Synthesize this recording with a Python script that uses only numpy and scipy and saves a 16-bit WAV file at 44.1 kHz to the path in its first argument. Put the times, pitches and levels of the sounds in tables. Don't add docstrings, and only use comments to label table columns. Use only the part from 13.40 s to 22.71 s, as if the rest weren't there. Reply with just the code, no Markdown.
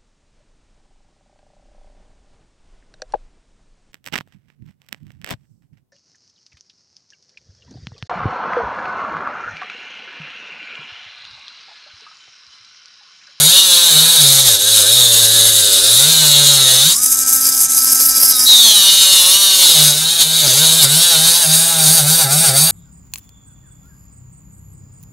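import sys
import numpy as np
from scipy import signal
from scipy.fft import rfft, irfft, next_fast_len
from scipy.io import wavfile
from scipy.ndimage import uniform_filter1d, map_coordinates

SR = 44100
rng = np.random.default_rng(int(sys.argv[2]) if len(sys.argv) > 2 else 0)


def to_wav(s):
    ch = np.atleast_2d(s).T
    pcm = np.round(np.clip(ch, -1, 1) * 32767)
    wavfile.write(sys.argv[1], SR, pcm.astype(np.int16))


N = 410571
T = np.arange(N) / SR


def amp(db):
    return 10 ** (np.asarray(db) / 20)


def unit(x):
    return x / np.sqrt(np.mean(x ** 2) + 1e-20)


def steady(x):
    return x / np.sqrt(np.abs(uniform_filter1d(x * x, size=3000)) + 1e-12)


def along(points, hz):
    freqs, values = np.transpose(points)
    return np.interp(np.log(hz + 1), np.log(freqs + 1), values)


def curves(rows):
    times, *columns = np.transpose(rows)
    return [np.interp(T, times, column) for column in columns]


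def wobble(rate):
    knots = rng.standard_normal(int(T[-1] * rate) + 2)
    return unit(np.interp(T * rate, np.arange(len(knots)), knots))


def swell(middle_s, length_s):
    return np.cos(np.pi * np.clip((T - middle_s) / length_s, -.5, .5)) ** 2


def bursts(rows, attack_s, t60_s):
    out = np.zeros(N)
    for start_s, db in rows:
        start = int(start_s * SR)
        t = T[:min(SR // 2, N - start)]
        out[start:start + len(t)] += amp(db - 60 * t / t60_s) * (1 - np.exp(-t / attack_s))
    return out


def filtered(x, response):
    size = next_fast_len(N + SR // 2)
    return irfft(rfft(x, size) * response(np.fft.rfftfreq(size, 1 / SR)), size)[:N]


def coloured(x, spectrum, modes=()):
    def bells(hz):
        return sum(db / (1 + (2 * (hz - centre) / width) ** 2) for centre, width, db in modes)
    return unit(filtered(x, lambda hz: amp(along(spectrum, hz) + bells(hz))))


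def bristles(turns, memory, size):
    fresh = rng.standard_normal((int(turns[-1]) + 2, size))
    pattern = signal.lfilter([1], [1, -np.clip(memory, 0, .98)], fresh, axis=0)
    return unit(map_coordinates(pattern.ravel(), [turns * size], order=3, mode="nearest"))


def harmonics(table, speed, turns, body_db, rough, rate):
    out = np.zeros(N)
    for multiple, db in table:
        gain = amp(db + body_db(multiple * speed)) * (1 + rough * wobble(rate))
        out += gain * np.sin(2 * np.pi * (multiple * turns + rng.random()) + rough * wobble(rate))
    return steady(out)


# time_s, speed_hz
SHAFT_SPEED = [(0, 143), (.05, 153), (.17, 192), (.23, 193), (.33, 175.5), (.46, 170.9), (.56, 152.2),
               (.73, 170.5), (.85, 140.5), (1.05, 132), (1.17, 97.5), (1.3, 110.4), (1.46, 102.3),
               (1.57, 128.5), (1.74, 114.2), (2.11, 112.6), (2.38, 94), (2.55, 119.5), (2.71, 163),
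               (2.93, 145.2), (3.11, 143.3), (3.3, 126), (3.42, 133), (3.5, 175), (3.6, 251), (3.72, 262.4),
               (4.91, 262.9), (4.98, 251), (5.09, 260), (5.41, 194.6), (5.77, 190.2), (5.84, 178),
               (5.98, 198.2), (6.25, 185.9), (6.37, 155.4), (6.52, 146.4), (6.74, 169.5), (7.3, 159.6),
               (7.65, 174.2), (8, 174.3), (8.3, 168), (9.31, 166)]
# slowest_s, sag_hz, fall_s, recovery_s, choke_db
RIM_STROKES = [(6.853, 11, .056, .177, 1), (7.118, 41, .125, .114, 1), (7.468, 32, .071, .16, 6),
               (7.77, 18, .075, .216, 1), (8.07, 18, .06, .21, 4.5), (8.345, 5, .045, .1, 4),
               (8.482, 15, .14, .073, 0), (8.635, 24, .072, .131, 6), (8.874, 36, .069, .151, 9),
               (9.118, 38, .073, .16, 9)]

def shaft_speed():
    speed, = curves(SHAFT_SPEED)
    for s, sag, fall, recovery, _ in RIM_STROKES:
        speed = speed - sag * np.interp(T, [s - fall, s, s + recovery], [0, 1, 0])
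    return uniform_filter1d(speed, size=1200, mode="nearest") * (1 + .0007 * wobble(40))


# middle_s, dip_db
WHEEL_SKIPS = [(3.755, 2), (4.275, 4.5), (4.93, 3)]

def wheel_touch(graze):
    bounce_hz, lightest_s, choke_lag_s = 13.5, 4.272, 0.0038
    uneven = 0.98 * wobble(27)
    bounce = -graze * np.cos(2 * np.pi * bounce_hz * (T - lightest_s))
    skips = sum(db * swell(s, length_s=0.048) for s, db in WHEEL_SKIPS)
    chokes = sum(db * swell(s + choke_lag_s, length_s=0.11) for s, *_, db in RIM_STROKES)
    return uneven + bounce - skips - chokes


# speed_hz, level_db
HUM_RESONANCE = [(95, -45), (103, -37), (112, -30), (130, -29.5), (147, -24), (155, -25), (162, -31.5),
                 (173, -50), (260, -56)]

def board_hum(speed, turns, rim, effort_db):
    lagged_speed = np.interp(T - 0.019, T, speed)
    level_db = along(HUM_RESONANCE, lagged_speed) + 6 * rim + 1.25 * effort_db + .7 * wobble(30)
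    return amp(level_db) * unit(np.sin(2 * np.pi * turns))


# shaft_multiple, gain_db
BUZZ_HARMONICS = [(2, -4), (3, 5.5), (4, 11.5), (5, 14.5), (6, 14.5), (7, 8.5), (8, 7.5), (9, 9),
                  (10, 10.5), (11, 6), (12, 6), (13, 9.5), (14, 9.5), (15, 16), (16, 6), (17, 13),
                  (18, 4.5), (20, 6), (21, -24)]
# freq_hz, gain_db
BOARD_EQ = [(200, -1), (330, -1), (450, 0), (570, 2), (720, -13), (810, -10), (950, -9.5), (1100, -10.5),
            (1300, -3.5), (1600, 0), (1900, -8.5), (2400, -7.5), (3200, -5.5), (5000, 15)]
BOARD_RIM_EQ = [(200, 17), (330, -2), (470, -3.5), (650, 1), (810, 1.5), (950, -13), (1100, -8), (1400, 3),
                (1650, -1.5), (1900, -15), (2400, -11), (3200, 4), (5000, 0)]

def board_buzz(speed, turns, rim, effort_db):
    def body_db(hz):
        return (1 - rim) * along(BOARD_EQ, hz) + rim * along(BOARD_RIM_EQ, hz)
    work_speed_hz, full_drag_hz_per_s = 150, 360
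    braking = -np.gradient(speed) * SR
    buzz = harmonics(BUZZ_HARMONICS, speed, turns, body_db, rough=0.29 + np.abs(braking) / 1400, rate=45)
    load_db = 0.68 * effort_db + 1.5 * np.log2(work_speed_hz / speed)
    rim_db = rim * (1 + 4.5 * np.clip(braking / full_drag_hz_per_s, 0, 1))
    return amp(-28 + load_db + rim_db + 1.3 * wobble(25)) * buzz


# freq_hz, gain_db
WIRE_EQ = [(1800, -32), (2500, -32.5), (2880, -7.5), (3280, -7), (3480, -2.5), (3680, -1), (3860, 4.5),
           (4020, -3), (4200, -1), (4430, -3.5), (4620, -18), (6000, -12), (9000, -25)]
# shaft_multiple, gain_db
SQUEAL_HARMONICS = [(14, -8), (15, 6), (16, 2), (17, -4), (18, -8), (19, 4), (20, -3), (21, -7), (22, -2),
                    (23, 1), (24, -4), (25, -4), (26, 1), (27, 2), (28, -2), (29, 1), (30, -2), (31, 1),
                    (32, -3), (33, -4), (35, -5)]
# middle_s, length_s, hiss_gain_db, ring_gain_db
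WHEEL_DIGS = [(.17, .14, -0.5, 3.5), (.35, 0.15, 0.5, 1.5), (1.607, 0.37, -1.5, 2.5), (2.995, .3, 0.5, 2.5),
              (3.25, 0.45, -0.5, 1), (4.955, 0.14, -2.5, 14.5), (5.16, 0.46, -1.5, 5.5),
              (6.817, 0.081, 6.5, 9), (7.257, .2, -0.5, 5.5), (7.44, .07, 6, -1), (7.88, .12, 1.5, 4.5),
              (8.138, 0.066, 1, 4.5)]

def wire_ring(speed, turns, graze, rim, sticking, contact_db):
    level_db = -13 + 0.63 * contact_db + 1.4 * sticking - 25 * graze ** 3 - 11.5 * rim
    level_db += 1.36 * wobble(22)
    level_db += sum(db * swell(s, length) for s, length, _, db in WHEEL_DIGS)
    scrape = bristles(turns, memory=0.51, size=160)
    loose = steady(coloured(scrape, WIRE_EQ, modes=[(3680, 520, 8), (2940, 480, -9)]))
    squeal = harmonics(SQUEAL_HARMONICS, speed, turns, lambda hz: along(WIRE_EQ, hz), rough=0.22, rate=60)
    return amp(level_db) * (np.sqrt(1 - sticking) * loose + np.sqrt(sticking) * squeal)


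# freq_hz, gain_db
FLAT_EQ = [(100, -20.5), (500, -20), (1600, -14.5), (2400, -13), (3500, -3.5), (4600, 1.5), (5700, -3.5),
           (6600, 1), (8000, 0.5), (9000, -1), (10800, -2.5), (12300, -0.5), (13500, -10), (15600, -12.5)]
# centre_hz, width_hz, gain_db
FLAT_BELLS = [(6380, 360, 4), (7040, 160, -1), (8860, 410, 4.5), (10120, 220, 5), (10920, 190, 4.5),
              (12120, 250, -16)]

def flat_scratch(turns, sticking):
    once_a_turn = np.sin(2 * np.pi * turns)
    tufts = amp(1.56 * bristles(turns, memory=0.87, size=12) + 0.42 * once_a_turn + 0.71 * wobble(70))
    loose = unit(tufts * bristles(turns, memory=0.21, size=320))
    locked = unit(amp(2 * once_a_turn) * bristles(turns, memory=.95, size=256))
    lock_share = 0.43 * sticking ** 3
    return coloured(np.sqrt(1 - lock_share) * loose + np.sqrt(lock_share) * locked, FLAT_EQ, FLAT_BELLS)


def shifting_load(x, depth_db):
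    spectrogram = signal.stft(x, nperseg=1024)[2]
    peaks = rng.standard_normal(spectrogram.shape)
    peaks = uniform_filter1d(uniform_filter1d(peaks, size=4, axis=0), size=3, axis=0)
    peaks = uniform_filter1d(peaks, size=26, axis=1)
    return unit(signal.istft(spectrogram * amp(depth_db * unit(peaks)), nperseg=1024)[1][:N])


def brighten(x, top_db, crossover_hz=9500):
    top = filtered(x, lambda hz: 1 / (1 + (crossover_hz / (hz + 1)) ** 10))
    share = np.clip(amp(top_db) ** 2, .02, .9)
    return np.sqrt(1 - share) * unit(x - top) + np.sqrt(share) * amp(-1.5) * unit(top)


def wire_hiss(turns, graze, rim, sticking, effort_db, touch_db):
    flat = flat_scratch(turns, sticking)
    edge = rim_scratch(turns)
    air, tip_ring, firmness_db = skim(turns, graze)
    pressed = shifting_load(np.sqrt(1 - rim) * flat + np.sqrt(rim) * edge, depth_db=2.47)
    scratch = np.sqrt(1 - graze) * pressed + np.sqrt(graze) * air
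    graze_top_db = -2.24 + 1.15 * touch_db + 0.35 * firmness_db
    scratch = brighten(scratch, top_db=-2.5 + graze * graze_top_db)
    digs_db = sum(db * swell(s, length) for s, length, db, _ in WHEEL_DIGS)
    level_db = -11 + effort_db + touch_db + digs_db - .5 * graze
    return amp(level_db) * scratch + tip_ring + stray_catches(air)


# start_s, gain_db
SOLDER_HITS = [(0.859, -26), (0.929, -23), (4.599, -16.5), (7.069, -11), (7.439, -13), (8.599, -19),
               (9.084, -13.5)]

def solder_bumps():
    rattle = coloured(rng.standard_normal(N), BOARD_EQ + [(9000, -40)])
    return amp(0.5) * bursts(SOLDER_HITS, attack_s=0.0031, t60_s=0.13) * rattle


# shaft_multiple, gain_db
WHINE_HARMONICS = [(1, -8), (2, -26), (3, -14.5), (4, -18), (5, 0.5), (6, -7), (7, -13.5), (9, -13.5)]
# time_s, level_db
WHINE_LEVEL = [(3.6, -36.5), (3.94, -30.5), (4.23, -35), (4.5, -31), (5.05, -31.5)]

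def motor_whine(speed, turns):
    level_db, = curves(WHINE_LEVEL)
    return amp(level_db) * harmonics(WHINE_HARMONICS, speed, turns, lambda hz: 0, rough=.13, rate=25)


# freq_hz, gain_db
GRAZE_EQ = [(100, -17), (1000, -18), (2800, -16), (4400, -16), (4900, -2), (5800, 2), (6300, 4.5),
            (8700, 7), (10100, 3.5), (11400, 9), (12700, 1), (13200, -9), (14300, -1), (15400, -7)]
# time_s, gain_db
TIP_RING_LEVEL = [(3.5, -27), (3.95, -26), (4.07, -16), (4.2, -22.5), (4.3, -37), (4.38, -18.5),
                  (4.55, -19), (4.8, -14.5), (5.15, -14)]

def skim(turns, graze):
    spurts = unit(amp(1.2 * wobble(55) + 1.7 * wobble(330)))
    air = coloured(spurts * bristles(turns, memory=0.17, size=256), GRAZE_EQ)
    tip_eq = [(4350, -28), (4800, -3), (5250, -5), (5700, -6.5), (6500, -41)]  # freq_hz, gain_db
    tips = coloured(spurts * bristles(turns, memory=0.51, size=160), tip_eq)
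    air = unit(air + amp(-2.5) * spurts * whistles(turns))
    tip_db, = curves(TIP_RING_LEVEL)
    firmness_db = tip_db - np.average(tip_db, weights=graze)
    return air, amp(tip_db - 0.5) * graze * tips, firmness_db


# shaft_multiple, width_multiples, gain_db
WHISTLE_BANDS = [(24, 1, -2), (29, 1.2, -7), (33, 1.3, -3), (38.8, 1.5, -7), (43, 1.7, 3), (47.3, 1.7, -4),
                 (52.6, 1.7, -5), (58, 2, -10)]

def whistles(turns):
    out = np.zeros(N)
    for multiple, width, db in WHISTLE_BANDS:
        knots = rng.standard_normal((int(turns[-1] * width) + 2, 2)) @ [1, 1j]
        smooth = signal.resample_poly(knots, 8, 1)
        flutter = np.interp(8 * turns * width, np.arange(len(smooth)), smooth)
        out += amp(db) * np.real(flutter * np.exp(2j * np.pi * multiple * turns))
    return unit(out)


# start_s, gain_db
CATCH_HITS = [(3.9265, 11), (4.2867, 0), (4.9571, 13)]

def stray_catches(air):
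    return amp(-14) * bursts(CATCH_HITS, attack_s=.004, t60_s=0.039) * air


# freq_hz, gain_db
RIM_EQ = [(100, -10.5), (600, -8.5), (1600, -6.5), (2300, -5.5), (3500, -13), (4600, 7.5), (5800, 1.5),
          (7500, 3), (8600, 9), (10000, 6.5), (12200, 1), (13300, -4), (14500, -4), (15500, -4.5)]
# centre_hz, width_hz, gain_db
RIM_BELLS = [(4630, 240, 5.7), (6550, 130, 11.3), (8300, 170, 4.3), (8780, 110, 4.5), (9860, 560, 2.6),
             (11700, 200, 2), (12400, 260, 3.7), (15450, 500, 3.2)]

def rim_scratch(turns):
    tufts = amp(2.0 * bristles(turns, memory=0.92, size=10))
    return coloured(tufts * rng.standard_normal(N), RIM_EQ, RIM_BELLS)


# freq_hz, gain_db
ROOM_EQ = [(15, -20), (28, -7), (39, 4), (55, -21), (120, -4.5), (300, -12), (1000, -25), (4000, -24)]

def room_tone():
    return amp(-42.5) * coloured(rng.standard_normal(N), ROOM_EQ)


# time_s, share_0_to_1
GRAZE_SHARE = [(3.5, 0), (3.56, 1), (5.05, 1), (5.085, .3), (5.25, 0)]
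# time_s, share_0_to_1
RIM_SHARE = [(6.38, 0), (6.6, 0.17), (7.6, 0.33), (8, 0.47), (8.2, 0.73)]
# time_s, share_0_to_1
STICKING_SHARE = [(0, 0.32), (.2, 0.47), (.5, 0.3), (1.15, 0.01), (1.6, 0.05), (2.6, 0), (2.95, 0.82),
                  (3.3, 0.6), (3.5, 0.2), (5.07, 0.93), (6.2, 0.9), (6.4, 0.34), (7.3, 0.42), (7.65, 0.8),
                  (8, .6), (8.2, 0.1)]
# time_s, effort_db
SCRUB_EFFORT = [(0, 1.5), (.4, 1.4), (.9, 1.5), (1.14, -1.5), (1.18, -6), (1.4, 0), (2.45, -2), (2.72, .5),
                (3.1, .5), (3.38, -1), (3.53, 2), (3.62, -1), (4.6, 1), (5.2, 0.5), (5.35, 2.5), (5.7, 0.5),
                (5.92, 1.5), (6.48, 2), (6.54, -4.5), (6.9, -3.5), (7.2, 0), (8.2, 1.2), (9.31, -0.2)]

def scene():
    speed = shaft_speed()
    turns = np.cumsum(speed) / SR
    graze, rim, sticking = np.clip(curves(GRAZE_SHARE) + curves(RIM_SHARE) + curves(STICKING_SHARE), 0, 1)
    effort_db, = curves(SCRUB_EFFORT)
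    touch_db = wheel_touch(graze)
    hum = board_hum(speed, turns, rim, effort_db)
    whine = motor_whine(speed, turns)
    buzz = board_buzz(speed, turns, rim, effort_db)
    ring = wire_ring(speed, turns, graze, rim, sticking, effort_db + touch_db)
    hiss = wire_hiss(turns, graze, rim, sticking, effort_db, touch_db)
    tool = (1 - graze) * (hum + buzz) + graze ** 2 * whine + ring + hiss
    return np.tile(tool + room_tone() + solder_bumps(), (2, 1))


def record(dry):
    cutoff_hz = 15750
    rounded = dry / (1 + np.abs(dry) ** 8) ** (1 / 8)
    return np.array([filtered(channel, lambda hz: hz < cutoff_hz) for channel in rounded])


dry = scene()
out = record(dry)
to_wav(out)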